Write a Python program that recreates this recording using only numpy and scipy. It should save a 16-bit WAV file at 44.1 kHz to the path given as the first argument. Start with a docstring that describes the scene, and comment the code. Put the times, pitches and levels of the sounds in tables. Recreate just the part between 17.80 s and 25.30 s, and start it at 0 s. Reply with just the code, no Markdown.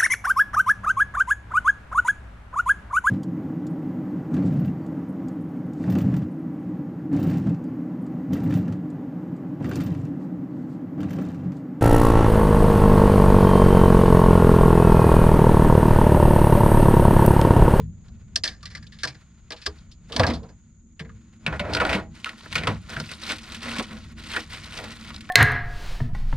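"""A metal boat on a calm lake. A latch and tackle rattle, a hatch swings open with a bang,
then a hand knocks gear about in the locker and rustles through plastic bags.
Contact forces ring the fittings, latch plate, hatch panel, film and hull. The hull drums under
it all, air stirs on the two microphone ports and insects sing on the far shore."""
import sys
import numpy as np
from scipy import signal
from scipy.fft import rfft, irfft, next_fast_len
from scipy.io import wavfile

SR = 44100
rng = np.random.default_rng(int(sys.argv[2]) if len(sys.argv) > 2 else 0)


def wav_out(sig):
    """Save sig, one row per channel (or a flat mono array), as 16-bit PCM at SR to the path in sys.argv[1]."""
    wavfile.write(sys.argv[1], SR, np.round(np.clip(np.atleast_2d(sig).T, -1, 1) * 32767).astype(np.int16))


N = 330750
IR_SIZE = 8192


def from_db(db):
    """Decibels to gain."""
    return 10 ** (np.asarray(db) / 20)


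def unit(x):
    """Scale to rms 1."""
    return x / np.sqrt(np.mean(x ** 2) + 1e-20)


def gain_curve(rows):
    """Gain per sample from (time [s], level [dB])."""
    return from_db(np.interp(np.arange(N) / SR, *np.transpose(rows)))


def at_hz(rows, size):
    """(frequency [Hz], value) on an FFT grid, log-frequency interpolation."""
    hz, values = np.transpose(rows)
    grid_hz = np.maximum(np.arange(size // 2 + 1) * SR / size, 1)
    return np.interp(np.log(grid_hz), np.log(hz), values)


def drift(rate_hz):
    """Unit normal random points joined by lines."""
    points = rng.standard_normal(int(rate_hz * N / SR) + 2)
    return np.interp(np.arange(N) * rate_hz / SR, np.arange(len(points)), points)


def gesture_power(rows, rise_db_per_s, fall_db_per_s):
    """Summed power of swells (start [s], hold [s], level [dB])."""
    t = np.arange(0, N + 64, 64) / SR
    start, hold, db = np.transpose(rows)[:, :, None]
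    down_db = rise_db_per_s * np.maximum(start - t, 0) + fall_db_per_s * np.maximum(t - start - hold, 0)
    return np.interp(np.arange(N) / SR, t, np.sum(from_db(db - down_db) ** 2, axis=0))


def band(x, low_hz, high_hz):
    """Butterworth band-pass."""
    return signal.sosfilt(signal.butter(2, [low_hz, high_hz], "band", fs=SR, output="sos"), x)


def resonance(x, hz, width_hz):
    """Two-pole resonator, peak gain 1."""
    r = np.exp(-np.pi * width_hz / SR)
    gain = (1 - r * r) / 2
    return signal.lfilter([gain, 0, -gain], [1, -2 * r * np.cos(2 * np.pi * hz / SR), r * r], x)


def pulse(spectrum):
    """Minimum-phase pulse with the given spectrum."""
    cepstrum = irfft(np.log(from_db(at_hz(spectrum, IR_SIZE))))
    cepstrum[1:IR_SIZE // 2] *= 2
    cepstrum[IR_SIZE // 2 + 1:] = 0
    return irfft(np.exp(rfft(cepstrum)))


def click(low_hz, high_hz):
    """Band-passed impulse."""
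    return band(signal.unit_impulse(IR_SIZE), low_hz, high_hz)


def body(modes, attack, attack_db):
    """Impulse response: decaying modes plus a broadband attack."""
    t = np.arange(IR_SIZE) / SR
    ring = sum(from_db(db - 60 * t / t60) * np.sin(2 * np.pi * hz * t) * (-1) ** k
               for k, (hz, db, t60) in enumerate(modes))
    return unit(ring) + from_db(attack_db) * unit(attack)


def excite(force, response):
    """Convolve a force pair with a response scaled to energy 1."""
    return signal.fftconvolve(force, unit(response)[None] / np.sqrt(IR_SIZE))[:, :N]


def insects(hz=6780, width_hz=590, level_db=-67.5):
    """Far chorus: narrowband noise, independent left and right."""
    noise = rng.standard_normal((2, N))
    return from_db(level_db) * unit(resonance(resonance(noise, hz, width_hz), hz, width_hz))


# still air: (frequency [Hz], relative density [dB])
AIR_SPECTRUM = [(12, -42), (20, -23), (43, 13.5), (121, -20), (164, 4), (229, -26.5), (398, -38),
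                (5690, -54), (6720, -29), (7720, -31), (15000, -88.5)]


def still_air(level_db=-66.5):
    """Faint low murmur and hiss, mono."""
    spectrum = rfft(rng.standard_normal(N)) * from_db(at_hz(AIR_SPECTRUM, N))
    return from_db(level_db) * unit(irfft(spectrum, N))


# hull air and plates: (frequency [Hz], width [Hz], gain [dB])
BOOM_MODES = [(61.1, 40, 4.5), (113.3, 16, 1.5), (152, 44, -2), (232.4, 15, 2)]
# air on the ports, water under the hull: (time [s], level [dB])
BREEZE = [(0, -45), (1.17, -45.5), (1.5, -51.5), (2.25, -47.5), (3.0, -54.5), (4.5, -52.5), (5.4, -50),
          (5.93, -43.5), (6.4, -45.5), (7.5, -45)]
# weight shifts or gear lands: (start [s], hold [s], level [dB])
LURCHES = [(0, 0.015, -32), (2.4, 0.11, -30), (3.28, 0.021, -40), (3.72, 0.23, -35), (4.03, 0.079, -28.5),
           (4.8, 0.074, -30.5), (5.18, 0.044, -40.5)]


def rumble():
    """Lumpy noise in the deep hull modes plus air flutter; lurches drive the hull only."""
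    push = rng.standard_normal((2, N)) * from_db(2.8 * drift(15))
    boom = sum(from_db(db) * resonance(push, hz, width) * (-1) ** k
               for k, (hz, width, db) in enumerate(BOOM_MODES))
    boom = unit(band(band(boom, 50, 330), 41, 217))
    flutter = unit(band(rng.standard_normal((2, N)), 22, 110))
    breeze = gain_curve(BREEZE)
    lurch_power = gesture_power(LURCHES, rise_db_per_s=155, fall_db_per_s=72.5)
    boom_gain = np.sqrt((from_db(-1) * breeze) ** 2 + lurch_power)
    return boom_gain * boom + from_db(-3) * breeze * flutter


# blows on hull plates: (time [s], level [dB], pitch [Hz], t60 [s])
THUMPS = [(0.002, -27.5, 439, 0.071), (0.004, -25.5, 145, 0.084), (1.249, -35.5, 131, 0.52),
          (1.875, -25.5, 414, 0.11), (1.88, -30, 71.3, 0.4), (2.357, -23, 245, 0.26),
          (2.395, -10, 99, 0.22), (2.437, -16.5, 85.1, 0.39), (2.489, -16.5, 239, 0.26),
          (2.31, -32.5, 468, .2), (2.404, -18.5, 489, 0.27), (2.619, -37, 456, 0.21),
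          (3.208, -26, 156.6, 0.17), (3.209, -41, 449, 0.38), (3.677, -21.5, 157.5, 0.25),
          (3.724, -24, 74.3, 0.24), (3.80, -21.5, 585, 0.21), (3.808, -21, 184.5, 0.16),
          (3.86, -30, 606, 0.26), (3.998, -25.5, 89.5, 0.18), (4.07, -26.5, 73.5, 0.15),
          (4.148, -14.5, 194.4, 0.16), (4.764, -28, 143, 0.3), (4.884, -16, 102.6, 0.27),
          (5.171, -24, 149.3, 0.34), (5.2, -25.5, 223.6, 0.16), (5.502, -29, 230.7, 0.27),
          (5.852, -29, 234.7, 0.49), (5.988, -16.5, 223, 0.11), (6.111, -31.5, 217.4, 0.4)]


def hull_thumps(rise_s=0.0024):
    """A soft blow rings a close pair of plate modes and an overtone."""
    out, t = np.zeros(N + SR), np.arange(SR) / SR
    for s, db, hz, t60 in THUMPS:
        ring = sum(gain * np.sin(2 * np.pi * hz * ratio * t)
                   for ratio, gain in [(1, 0.73), (1.13, 0.29), (2.3, 0.13)])
        out[round(s * SR):][:SR] += from_db(db - 60 * t / t60) * (1 - np.exp(-t / rise_s)) * ring
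    return out[:N]


# hull: (frequency [Hz], gain [dB], t60 [s])
HULL_MODES = [(315, 15.5, 0.18), (478, 1, 0.23), (507, 0, 0.18), (609, 11, 0.071), (651.5, 7.5, 0.14),
              (812.6, 5.5, 0.2), (980, 6.5, 0.096)]


def hull(force):
    """Low-mid ring of the metal hull."""
    return excite(force, body(HULL_MODES, click(262, 820), attack_db=6.5))


# hatch panel: (frequency [Hz], gain [dB], t60 [s])
PANEL_MODES = [(1131, 0, 0.18), (1292, -4.5, 0.1), (1490, 13, 0.037), (1890, 6.5, 0.11), (2226, -1, 0.094),
               (2580, 5.5, 0.067)]


def panel(force):
    """Midrange clank of the hatch panel."""
    return excite(force, body(PANEL_MODES, click(923, 2065), attack_db=4.7))


# snap of plastic film: (frequency [Hz], relative density [dB])
FILM_SPECTRUM = [(1180, -18), (2000, -6), (3880, -6), (4650, -8), (6030, -15.5), (7410, -19), (8580, -17),
                 (12100, -30.5), (15700, -42)]


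def film(force):
    """Plastic film: a bright snap with no modes."""
    return excite(force, pulse(FILM_SPECTRUM))


def creases(rate_hz, fade_s=0.0014):
    """Force of tiny creases: clumped, dying noise bursts of uneven size."""
    sizes = from_db(3.5 * np.minimum(rng.exponential(1, N), 4))
    starts = sizes * (rng.random(N) < rate_hz * from_db(3.5 * drift(60)) / SR)
    envelope = signal.lfilter([1], [1, -np.exp(-1 / (fade_s * SR))], starts + 1e-18)
    return unit(envelope * rng.standard_normal((2, N)))


# fingers and sleeve on latch, lid and bags: (time [s], level [dB])
BRUSHING = [(0, -56.5), (.08, -76.5), (.25, -66), (.62, -72.5), (1.13, -64), (1.62, -65.5), (1.88, -57.5),
            (2.25, -74), (2.66, -65.5), (3.04, -76), (3.62, -61), (4.3, -72.5), (4.6, -53), (5.0, -59.5),
            (5.6, -49), (6.15, -55), (6.32, -53.5), (6.35, -66.5), (6.385, -52), (7.5, -54)]
# hand crumples plastic: (start [s], hold [s], level [dB])
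GRIPS = [(2.32, 0.17, -50.5), (3.745, .02, -53.5), (3.95, 0.0064, -44.5), (4.07, 0.077, -45),
         (4.38, 0.0079, -52), (4.46, 0.028, -51.5), (4.75, 0.034, -42), (4.88, 0.034, -45),
         (5.11, 0.13, -46), (5.32, 0.0072, -45), (5.43, .04, -49.5), (5.5, 0.0044, -33.5),
         (5.72, 0.027, -40.5), (5.85, 0.096, -39.5), (5.99, 0.0027, -35), (6.13, 0.036, -50),
         (6.44, 0.038, -51.5), (6.57, 0.003, -35.5), (6.74, 0.0021, -40.5), (6.85, 0.017, -47.5),
         (6.95, 0.028, -39), (7.08, 0.08, -49.5), (7.2, 0.031, -47.5), (7.3, 0.038, -46.5)]
# lid and heavy gear drag on metal: (start [s], hold [s], panel level [dB], hull offset [dB])
DRAGS = [(2.416, 0.09, -38, -3), (3.699, 0.055, -38.5, -1), (3.845, 0.092, -40.5, 5),
         (3.987, 0.19, -35.5, 4.5), (4.804, 0.11, -41.5, 3.5), (5.109, 0.068, -46, -5),
         (5.842, 0.14, -39, -7), (6.115, 0.042, -46, -1.5), (7, 0.048, -46, 4.5)]


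def handling():
    """Brushing, grips and drags rub film, panel and hull; a harder hand adds more creases."""
    brush = gain_curve(BRUSHING) ** 2
    grip = gesture_power(GRIPS, rise_db_per_s=206.5, fall_db_per_s=196)
    drag_slopes = dict(rise_db_per_s=347, fall_db_per_s=318)
    panel_drag = gesture_power([(s, hold, db) for s, hold, db, _ in DRAGS], **drag_slopes)
    hull_drag = gesture_power([(s, hold, db + offset) for s, hold, db, offset in DRAGS], **drag_slopes)
    film_gain = np.sqrt(brush + grip)
    panel_gain = np.sqrt(brush * from_db(-2.5) ** 2 + grip * from_db(-3.5) ** 2 + panel_drag)
    hull_gain = np.sqrt(brush * from_db(-10.5) ** 2 + grip * from_db(-11) ** 2 + hull_drag)
    crispness = np.clip((20 * np.log10(film_gain) + 68) / 18, .15, 1)
    rub = rng.standard_normal((3, 2, N))
    pitched = sum(resonance(creases(280), hz, 0.33 * hz) for hz in np.geomspace(1800, 13000, num=6))
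    rub[0] = .5 * rub[0] + crispness * (.4 * creases(300) + .8 * unit(pitched))
    rub[1:] = unit(rub[1:] + 0.8 * crispness * creases(200))
    on_film, on_panel, on_hull = rub * from_db(3.13 * drift(60))
    return film(film_gain * on_film) + panel(panel_gain * on_panel) + hull(hull_gain * on_hull)


# locker air: (frequency [Hz], width [Hz], gain [dB])
LOCKER_MODES = [(223.8, 19, 5.5), (317.2, 21, -4.5)]
# hum: (time [s], level [dB])
LOCKER_LEVEL = [(0, -69), (2.3, -65), (4.3, -53), (5.4, -47.5), (7.5, -50)]


def locker_hum():
    """Uneven noise in the air modes of the locker, louder once it is open."""
    stir = rng.standard_normal((2, N)) * from_db(2.5 * drift(18))
    hum = sum(from_db(db) * resonance(resonance(stir, hz, width), hz, 3 * width)
              for hz, width, db in LOCKER_MODES)
    return gain_curve(LOCKER_LEVEL) * unit(hum)


def contact_forces(rows):
    """Tick, plate and hull forces: rough bursts, slower and longer in the lower bodies."""
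    forces = np.zeros((3, 2, N + SR))
    t = np.arange(SR // 5) / SR
    hard_onset = 1 + 1.26 * np.exp(-t / 0.0029)
    for s, db, plate_db, hull_db, tick_hz, t60 in rows:
        start = round(s * SR)
        softness = from_db(-.35 * min(db + 12.5, 0))   # light contacts slide in
        rough = rng.standard_normal((3, 2, len(t)))
        spot_hz = rng.uniform(866, 2647)   # each spot favours other modes
        rough[0] = unit(rough[0] + 0.69 * unit(resonance(rough[0], tick_hz, 0.43 * tick_hz)))
        rough[1] = unit(rough[1] + 0.38 * unit(resonance(rough[1], spot_hz, 300)))
        bounces = from_db(1.82 * drift(350)[start % (N - len(t)):][:len(t)])
        rough[:2] *= hard_onset * bounces
        paths = [(db - 16.5, 1.1 * t60, .0015),
                 (db + plate_db - 13.5, 1.25 * t60, .002),
                 (db + hull_db - 3.5, 1.8 * t60, .006)]
        for k, (level_db, t60_s, rise_s) in enumerate(paths):
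            envelope = from_db(level_db - 60 * t / t60_s) * (1 - np.exp(-t / (rise_s * softness)))
            forces[k, :, start:start + len(t)] += envelope * rough[k]
    return forces[..., :N]


# latch, tackle and hatch contacts:
# (time [s], level [dB], plate offset [dB], hull offset [dB], tick pitch [Hz], base t60 [s])
CLACKS = [(0.2808, -39.5, -8.5, -7, 3900, 0.049), (0.5576, -4.5, -20, -27, 5290, 0.059),
          (0.636, -6.5, -12, -25, 4660, 0.072), (0.6492, -15, -8, -26.5, 5090, 0.17),
          (0.6762, -13.5, -12, -28, 4240, 0.055), (0.806, -43, -7, -30, 3500, .05),
          (0.828, -27, -2.5, -20, 5030, 0.053), (0.854, -23.5, -6.5, -30, 4400, 0.089),
          (0.902, -32, -2, -20, 4940, 0.14), (0.9494, -22.5, -2, -21, 4800, 0.066),
          (0.9683, -30, -6, -32, 4700, 0.071), (1.0254, -34.5, -1.5, -30, 4820, 0.068),
          (1.067, -30, -23, -38, 3600, 0.04), (1.121, -35, -6, -36, 3700, 0.15),
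          (1.1863, -30.5, -10, -34, 3500, 0.17), (1.215, -36.5, -7.5, -32.5, 7500, 0.061),
          (1.2332, -8.5, -5.5, -21, 5270, 0.057), (1.2485, -12, -9, -11.5, 4930, 0.046),
          (1.2721, -20.5, -4, -19.5, 4900, 0.11), (1.3453, -35, -1.5, -10, 4700, 0.055),
          (1.705, -18.5, -3, -8.5, 5240, 0.04), (1.719, -18.5, -7, -10, 3700, 0.061),
          (1.7617, -35, -4, -22, 3830, 0.17), (1.816, -31.5, -5.5, -35, 4400, 0.17),
          (1.8571, -21, -9, -9, 4630, 0.08), (1.862, -7, -8.5, -27, 5000, 0.046),
          (1.975, -45, -22, -33, 4000, 0.18), (2.113, -33, -35, -41, 4070, 0.078),
          (2.2934, -41, -3, 8, 3076, 0.099), (2.3206, -21.5, -11, -12.5, 3180, 0.17),
          (2.3627, -8.5, -12.5, -8.5, 4110, 0.047), (2.395, -5, -7.5, 3, 3730, 0.044),
          (2.433, -15.5, 9, 7.5, 3620, 0.053), (2.4658, -14.5, -7.5, -1, 4370, 0.12),
          (2.4994, -19.5, -2.5, -4, 3460, 0.078), (2.5345, -22, -14, -7, 4020, 0.11),
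          (2.6294, -39.5, -20, 8.5, 3720, 0.069), (2.6886, -38.5, 1, -0.5, 4900, 0.061),
          (3.1936, -22.5, -0.5, -13, 2760, 0.068), (3.2473, -41.5, 8, 4, 2900, 0.051),
          (3.291, -45.5, 15, -7, 2900, 0.048)]
# metal on metal: (frequency [Hz], relative density [dB])
CRACK_SPECTRUM = [(1180, -24.5), (2000, -13.5), (2800, -4), (3950, -2), (4900, -2.5), (6860, -13),
                  (9270, -15.5), (12500, -33), (15700, -50)]
# small metal parts: (frequency [Hz], gain [dB], t60 [s])
FITTING_MODES = [(3650, -8, .03), (3950, -6, .03), (4610, -4, .03), (4800, -4, .035), (5150, -4, .03)]
# latch plate: (frequency [Hz], gain [dB], t60 [s])
LATCH_MODES = [(1170, 3.5, 0.055), (1608, 3.5, 0.047), (1792, 1, 0.04)]


def metal_clacks():
    """Latch, tackle and hatch strike metal, ringing fittings, latch plate and hull."""
    on_fittings, on_latch, on_hull = contact_forces(CLACKS)
    fittings = excite(on_fittings, body(FITTING_MODES, pulse(CRACK_SPECTRUM), attack_db=12))
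    latch = excite(on_latch, body(LATCH_MODES, click(1200, 2340), attack_db=3))
    return fittings + latch + hull(on_hull)


# spring snaps: (time [s], level [dB])
PINGS = [(1.2343, -34), (1.7187, -41), (1.8625, -15.5)]
# latch spring: (frequency [Hz], gain [dB], t60 [s])
SPRING_MODES = [(1620, 0, 0.062), (3200, -12, 0.075), (3720, -9, 0.048), (4580, -2, 0.077),
                (4960, 2.5, 0.0603)]


def spring_pings(rise_s=0.0011):
    """The latch spring snaps and rings in clear modes."""
    out, t = np.zeros(N + SR), np.arange(SR // 4) / SR
    ring = sum(from_db(db - 60 * t / t60) * np.sin(2 * np.pi * hz * t) for hz, db, t60 in SPRING_MODES)
    ping = (1 - np.exp(-t / rise_s)) * ring / np.max(np.abs(ring))
    for s, db in PINGS:
        out[round(s * SR):][:len(t)] += from_db(db) * ping
    return out[:N]


# gear contacts:
# (time [s], level [dB], panel offset [dB], hull offset [dB], tick pitch [Hz], base t60 [s])
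KNOCKS = [(3.6635, -11.5, 3, -11.5, 2640, 0.046), (3.6755, -19, 8, -5, 1900, 0.025),
          (3.7249, -34, 20, 13.5, 2310, 0.073), (3.7942, -16.5, 2.5, -12, 2760, 0.08),
          (3.934, -11, -26, -28, 4730, 0.071), (3.948, -8.5, -9, -7.5, 4300, 0.051),
          (3.9658, -11.5, 0, -8, 2280, 0.07), (3.9998, -15, 5.5, -4, 2450, 0.12),
          (4.0144, -16, 7, 6, 2410, 0.039), (4.0497, -13, 2, -9, 3490, 0.034),
          (4.0928, -14.5, -4.5, -7, 2440, 0.19), (4.128, -11, -2.5, -23, 2420, 0.12),
          (4.1474, -17, -22, -6, 2420, 0.11), (4.4438, -10.5, -11, -35.5, 2300, 0.016),
          (4.4574, -22, 0, -18.5, 2390, 0.12), (4.4917, -16, -5, -30, 2160, 0.022),
          (4.53, -32, 6, -20, 1500, .02), (4.607, -27.5, -7, -25, 3470, 0.028),
          (4.659, -28.5, 9, 7, 1500, 0.017), (4.7262, -9, -6.5, -31, 2250, 0.019),
          (4.7535, -8, -7, -18, 2130, 0.098), (4.7794, -15.5, -13, -19, 2490, 0.088),
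          (4.8339, -18.5, 0, -23, 2250, 0.051), (4.8705, -9.5, -1, -5.5, 2180, 0.086),
          (5.163, -21.5, 1, -7, 1880, 0.083), (5.1993, -14, -8.5, -15, 4970, 0.043),
          (5.2886, -23, -14, -18, 2360, 0.068), (5.4944, -22.5, 3, -21, 3720, 0.078),
          (5.5077, -17, 1, -5.5, 2380, 0.045), (5.8561, -19, -2, -5, 2300, 0.036),
          (5.9953, -13, -4.5, -2.5, 2230, 0.047), (6.534, -18.5, 0.5, -16, 2680, 0.1),
          (6.5628, -16.5, 5, -4.5, 2600, 0.059), (6.734, -18.5, -5, -12, 4500, 0.022),
          (6.986, -16.5, -7, -1, 2230, 0.02), (7.3032, -22.5, 0, -9.5, 2570, 0.032),
          (7.362, -13.5, -18, -24, 4470, 0.014), (7.49, -23.5, 5.5, -6, 2400, 0.019)]


def gear_knocks():
    """Gear in the locker jolts bags, hatch panel and hull."""
    on_film, on_panel, on_hull = contact_forces(KNOCKS)
    return film(on_film) + panel(on_panel) + hull(on_hull)


# single folds of film: (time [s], level [dB])
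FOLDS = [(5.1054, -34), (5.3143, -19), (5.4164, -25), (5.465, -30), (5.4817, -23), (5.5834, -23),
         (5.6394, -28.5), (5.7199, -20), (5.746, -18), (5.8316, -20), (5.967, -20), (5.9844, -13.5),
         (6.0861, -35), (6.4368, -25), (6.5166, -19.5), (6.6074, -34), (6.836, -27), (6.9336, -29),
         (7.0404, -21), (7.1192, -25), (7.2464, -31), (7.4077, -24)]


def fold_snaps(fade_s=0.0074):
    """Each snapping fold is a short burst of force on the film."""
    force, t = np.zeros((2, N + SR)), np.arange(SR // 40) / SR
    for s, db in FOLDS:
        burst = np.exp(-t / fade_s) * rng.standard_normal((2, len(t)))
        force[:, round(s * SR):][:, :len(t)] += from_db(db - 13) * burst
    return film(force[:, :N])


# left-right likeness: (frequency [Hz], correlation [0..1])
PORT_CORRELATION = [(30, 0.84), (100, 0.99), (500, 0.93), (2000, 0.94), (5000, 0.78), (9000, 0.6),
                    (15000, 0.4)]
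# left minus right: (frequency [Hz], level [dB])
PORT_BALANCE = [(60, 1), (300, -0.4), (1000, -1.2), (2000, 0.3), (4000, 1), (8000, -1.5), (14000, -6)]
# left minus right: (frequency [Hz], phase [rad])
PORT_PHASE = [(60, -.03), (300, -.09), (860, -.4), (4000, -.9), (7500, -1.3), (14000, -2.2)]


def ports(pair):
    """Two close microphone ports: a (shared, opposed) pair becomes left and right."""
    size = next_fast_len(N + SR // 4)
    alike = np.clip(at_hz(PORT_CORRELATION, size), 0, 1)
    side = np.array([[.5], [-.5]])
    placement = from_db(side * at_hz(PORT_BALANCE, size)) * np.exp(1j * side * at_hz(PORT_PHASE, size))
    shared, opposed = rfft(pair, size)
    mix = np.sqrt((1 + alike) / 2) * shared + 2 * side * np.sqrt((1 - alike) / 2) * opposed
    return irfft(placement * mix, size)[:, :N]


def scene():
    """The boat through the ports, insects and air around it."""
    boat = metal_clacks() + gear_knocks() + handling() + fold_snaps() + rumble() + locker_hum()
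    boat[0] += hull_thumps() + spring_pings()   # shared part only
    return ports(boat) + insects() + still_air()


def record(dry):
    """Steep elliptic low-pass."""
    cutoff_hz = 15800
    return signal.sosfilt(signal.ellip(12, .5, 70, cutoff_hz, fs=SR, output="sos"), dry)


dry = scene()
out = record(dry)
wav_out(out)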